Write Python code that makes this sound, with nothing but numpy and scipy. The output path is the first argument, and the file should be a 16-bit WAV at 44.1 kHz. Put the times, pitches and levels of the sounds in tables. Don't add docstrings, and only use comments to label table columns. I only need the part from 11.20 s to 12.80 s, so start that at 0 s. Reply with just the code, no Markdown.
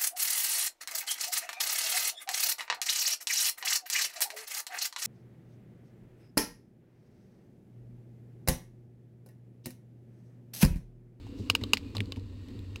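import sys
import numpy as np
from scipy import signal
from scipy.fft import rfft, irfft
from scipy.io import wavfile
from scipy.ndimage import uniform_filter1d

SR = 44100
rng = np.random.default_rng(int(sys.argv[2]) if len(sys.argv) > 2 else 0)


def materialize(psi):
    bounded = np.clip(np.atleast_2d(psi).T, -1, 1)
    quanta = np.round(bounded * 32767).astype(np.int16)
    wavfile.write(sys.argv[1], SR, quanta)


N = 70560
TIME = np.arange(N) / SR

# pitch_hz, level_db
CRACK_TONE = [(300, -18), (1000, -5), (1700, -9), (2800, -9), (5000, -0.5), (6000, -13), (8000, -15),
              (10000, -25), (16000, -20)]
# pitch_hz, level_db
BUZZ_TONE = [(300, 3), (700, -7.5), (1000, -3.5), (1700, -6), (2850, 3.5), (3400, -2), (4100, 0.5),
             (5100, -0.5), (5900, -11.5), (7500, -8), (9800, -16), (12000, -21), (16000, -19)]


def from_db(db):
    return 10 ** (np.asarray(db) / 20)


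def unit_level(x):
    return x / np.sqrt(np.mean(x ** 2) + 1e-20)


def level_curve(points):
    return from_db(np.interp(TIME, *np.transpose(points)))


def drift(rate_hz):
    r = np.exp(-80 * np.pi * rate_hz / SR)
    slow = signal.lfilter([1], [1, -2 * r, r * r], rng.standard_normal(N // 40 + 2002))[2000:]
    return np.interp(np.arange(N) / 40, np.arange(len(slow)), unit_level(slow))


def with_tone(x, tone):
    hz, db = np.transpose(tone)
    f = np.maximum(np.arange(N // 2 + 1) * SR / N, 1)
    gain = from_db(np.interp(np.log(f), np.log(hz), db)) * np.minimum(f / hz[0], 1) ** 2
    return unit_level(irfft(rfft(x) * gain, N))


def noise(tone):
    return with_tone(rng.standard_normal(N), tone)


def steady(x, samples):
    return x / np.sqrt(np.maximum(uniform_filter1d(x * x, samples), 0) + 1e-12)


def fade(start_s, fade_s):
    return (TIME >= start_s) * from_db(-60 * np.clip((TIME - start_s) / fade_s, 0, 3))


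def strike(start_s, notes, pitch=1):
    out, start = np.zeros(N), int(start_s * SR)
    t = TIME[:min(N - start, SR // 4)]
    for k, (hz, db, fade_s) in enumerate(notes):
        swing = (-1) ** k * from_db(db + rng.normal()) * np.exp(-np.log(1000) * t / fade_s)
        out[start:start + len(t)] += swing * np.sin(2 * np.pi * hz * pitch * t)
    return out


def burst(start_s, tone, db, fade_s):
    return noise(tone) * from_db(db) * fade(start_s, fade_s)


def knocks():
    # start_s, level_db, pitch_ratio, buzz_db
    blows = [(0.2995, -3.5, 1, -29.5), (0.351, -6.5, 1, -30.5), (0.5339, 0.5, 0.99, -28.5),
             (1.5588, -27.5, 0.95, -22)]
    # pitch_hz, level_db, fade_s
    notes = [(473, -25.5, 0.027), (710, -33, 0.014), (932, -20, 0.018), (1190, -15.5, 0.012),
             (1570, -23.5, 0.015), (2480, -6, 0.0077), (2879, -4, 0.013), (4000, -20, 0.017),
             (4886, -20, .017), (5210, -22.5, 0.017), (6690, -20, .012), (8900, -32, 0.018),
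             (10610, -26.5, 0.011), (12430, -30, 0.017), (14300, -28.5, 0.0082)]
    out = 0
    for start_s, db, pitch, buzz_db in blows:
        ring = strike(start_s, notes, pitch)
        crack = burst(start_s, CRACK_TONE, db=-18.5, fade_s=0.024)
        buzz = burst(start_s, BUZZ_TONE, db=buzz_db, fade_s=0.062)
        out += from_db(db) * (ring + crack + buzz)
    return out


def stone_snaps():
    # start_s, level_db, buzz_db
    snaps = [(0.5713, -19, -17.5), (.7818, -27, -28), (0.805, -16, -28), (0.9609, -39, -15.5)]
    # pitch_hz, level_db, fade_s
    notes = [(1860, -5, 0.0042), (2430, 0.5, 0.0034), (3860, -3.5, 0.0023), (5540, -21, 0.0012),
             (9000, -18, 0.0008), (13000, -22, .001)]
    # pitch_hz, level_db
    tone = [(900, -23), (1800, 5.5), (2600, 3), (4000, 0.5), (5500, -15), (8000, -23), (12000, -28),
            (16000, -26)]
    out = 0
    for start_s, db, buzz_db in snaps:
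        ring = strike(start_s, notes)
        crack = burst(start_s, tone, db=-11, fade_s=0.0088)
        buzz = burst(start_s, BUZZ_TONE, db=buzz_db, fade_s=0.046)
        out += from_db(db) * (ring + crack + buzz)
    return out


def ticks():
    # start_s, level_db, pitch_ratio
    taps = [(.4372, -20.5, 0.98), (0.7678, -21, 0.95), (0.9214, -24, 0.94)]
    # pitch_hz, level_db, fade_s
    notes = [(568, -18.5, 0.024), (1170, -23.5, 0.042), (2917, -12, 0.019), (3190, -21, 0.055),
             (3794, -3, 0.01), (4274, -3, 0.008), (5180, -13.5, 0.01), (7950, -19, 0.0077),
             (12140, -23, 0.0071), (15200, -31, .006)]
    out = 0
    for start_s, db, pitch in taps:
        ring = strike(start_s, notes, pitch)
        crack = burst(start_s, CRACK_TONE, db=-16.5, fade_s=0.0031)
        buzz = burst(start_s, BUZZ_TONE, db=-17.5, fade_s=0.027)
        out += from_db(db) * (ring + crack + buzz)
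    return out


def mount_rumble():
    # time_s, level_db
    shaking = [(0, -59), (.05, -44), (.12, -47), (.165, -60), (.212, -33.5), (.266, -58), (.31, -34),
               (.386, -59), (.43, -31.5), (.52, -57), (.6, -53), (.664, -42.5), (.715, -53.5), (.79, -31.5),
               (.87, -40), (.952, -52), (.985, -37.5), (1.11, -47.5), (1.16, -39.5), (1.29, -54.5),
               (1.37, -41), (1.46, -42.5), (1.56, -43.5), (1.6, -58)]
    pitch_hz = 95.67 + 6.5 * drift(rate_hz=34)
    flutter = from_db(2 * drift(rate_hz=30))
    sway = np.sin(2 * np.pi * np.cumsum(pitch_hz) / SR)
    return level_curve(shaking) * unit_level(sway * flutter)


def frame_drumming():
    # time_s, level_db
    drumming = [(0.0, -55), (0.132, -44), (0.458, -41.5), (0.516, -43.5), (0.538, -41), (0.588, -49.5),
                (0.68, -40.5), (0.694, -49.5), (0.828, -40), (0.86, -51.5), (0.886, -42), (0.952, -52.5),
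                (0.976, -40), (1.016, -50), (1.264, -51.5), (1.288, -43.5), (1.484, -53), (1.6, -48.5)]
    # pitch_hz, width_hz, level_db
    notes = [(206.6, 42, -6.5), (265.6, 47, 2), (340, 72, -9), (458, 85, -10.5)]
    boom = 0
    for hz, width, db in notes:
        band = signal.butter(2, [hz - width / 2, hz + width / 2], "band", fs=SR, output="sos")
        boom += from_db(db) * unit_level(signal.sosfilt(band, rng.standard_normal(N + SR))[SR:])
    return from_db(-0.5) * level_curve(drumming) * steady(boom, samples=2200)


def bumps():
    # start_s, level_db, pitch_ratio
    scuffs = [(0.067, -51, 0.77), (.4125, -41.5, 0.85), (0.751, -36.5, 1.02), (0.782, -48, 0.89),
              (0.97, -51, 0.94)]
    # pitch_hz, level_db
    tone = [(300, 5.5), (700, -2), (1020, 12.5), (1500, -14), (2500, -3.5), (5200, -7), (9000, -20),
            (16000, -33)]
    # start_s, level_db
    thuds = [(0.198, -30), (0.297, -38), (0.414, -32), (.436, -30), (.534, -30.5), (.772, -35),
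             (.803, -26.5), (0.971, -49), (1.283, -40.5), (1.35, -37.5), (1.384, -41)]
    # pitch_hz, level_db, fade_s
    notes = [(95.5, -15, 0.17), (210.7, -1.5, 0.1), (296, -5, 0.021), (414, -9, 0.061)]
    scuffing = sum(burst(start_s, np.array(tone) * [pitch, 1], db, fade_s=0.057)
                   for start_s, db, pitch in scuffs)
    return scuffing + sum(from_db(db) * strike(start_s, notes) for start_s, db in thuds)


def wind():
    # pitch_hz, level_db
    tone = [(20, -4.5), (40, 3.5), (65, 4.5), (110, 3.5), (160, -12), (300, -11), (500, -20.5), (680, -29),
            (1500, -61)]
    return from_db(-48) * steady(noise(tone), samples=4400)


def tyre_hiss():
    # time_s, level_db
    loudness = [(0, -63), (.15, -63.5), (.21, -63), (.28, -60), (.45, -59), (.6, -60), (.72, -63),
                (.85, -62), (1.02, -66), (1.17, -65.5), (1.3, -63), (1.45, -64.5), (1.6, -63)]
    # pitch_hz, level_db
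    tone = [(500, 4.5), (700, -4.5), (1000, 5.5), (1500, -2), (1950, -1), (2250, -0.5), (2850, 4.5),
            (3250, -2.5), (3700, 2.5), (4500, 1.5), (5800, -11.5), (8000, -8.5), (9700, -22),
            (11800, -14.5), (13500, -24), (16000, -20)]
    grains_per_s, spread_db = 950, 4.5
    clicks = (rng.random(N) < grains_per_s / SR) * rng.choice([-1, 1], N)
    sizes = from_db(spread_db * np.minimum(rng.exponential(1, N), 4))
    grit = from_db(-8.5) * with_tone(clicks * sizes, tone)
    return level_curve(loudness) * (noise(tone) + grit)


def grit_pings():
    # start_s, level_db
    hits = [(0.345, -53), (0.8577, -49), (0.9965, -51), (1.286, -47), (1.3913, -45.5)]
    # pitch_hz, level_db
    tone = [(1500, -20), (3000, 0), (4200, 9), (5500, -15), (8000, -11), (10000, -21), (16000, -16)]
    return noise(tone) * sum(from_db(db) * fade(start_s, fade_s=0.0092) for start_s, db in hits)


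def dirt_spray():
    # time_s, level_db
    loudness = [(.14, -88), (.19, -60), (.23, -66.5), (.29, -72), (.5, -88), (.7, -86)]
    # pitch_hz, level_db
    tone = [(3000, 7), (5000, 8.5), (7800, 1), (9800, -7), (12000, -8), (16000, -10)]
    return level_curve(loudness) * noise(tone)


def whines():
    # middle_s, length_s, pitch_hz, level_db
    swells = [(.15, 0.81, 2790, -71.5), (0.67, .09, 2463, -66), (1.39, 0.49, 1863, -73.5)]
    width_hz = 82
    out = 0
    for middle_s, length_s, hz, db in swells:
        band = signal.butter(2, [hz - width_hz / 2, hz + width_hz / 2], "band", fs=SR, output="sos")
        swell = np.exp(-2 * ((TIME - middle_s) / length_s) ** 2)
        out += from_db(db) * swell * unit_level(signal.sosfilt(band, rng.standard_normal(N)))
    return out


def scene():
    rolling = dirt_spray() + mount_rumble() + frame_drumming() + wind() + tyre_hiss() + whines()
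    return (rolling + bumps() + knocks() + ticks() + stone_snaps() + grit_pings())[None]


def record(dry):
    ceiling, cutoff_hz = 0.47, 16000
    rounded = ceiling * np.tanh(dry / ceiling)
    return signal.sosfilt(signal.ellip(10, .1, 80, cutoff_hz, fs=SR, output="sos"), rounded)


dry = scene()
out = record(dry)
materialize(out)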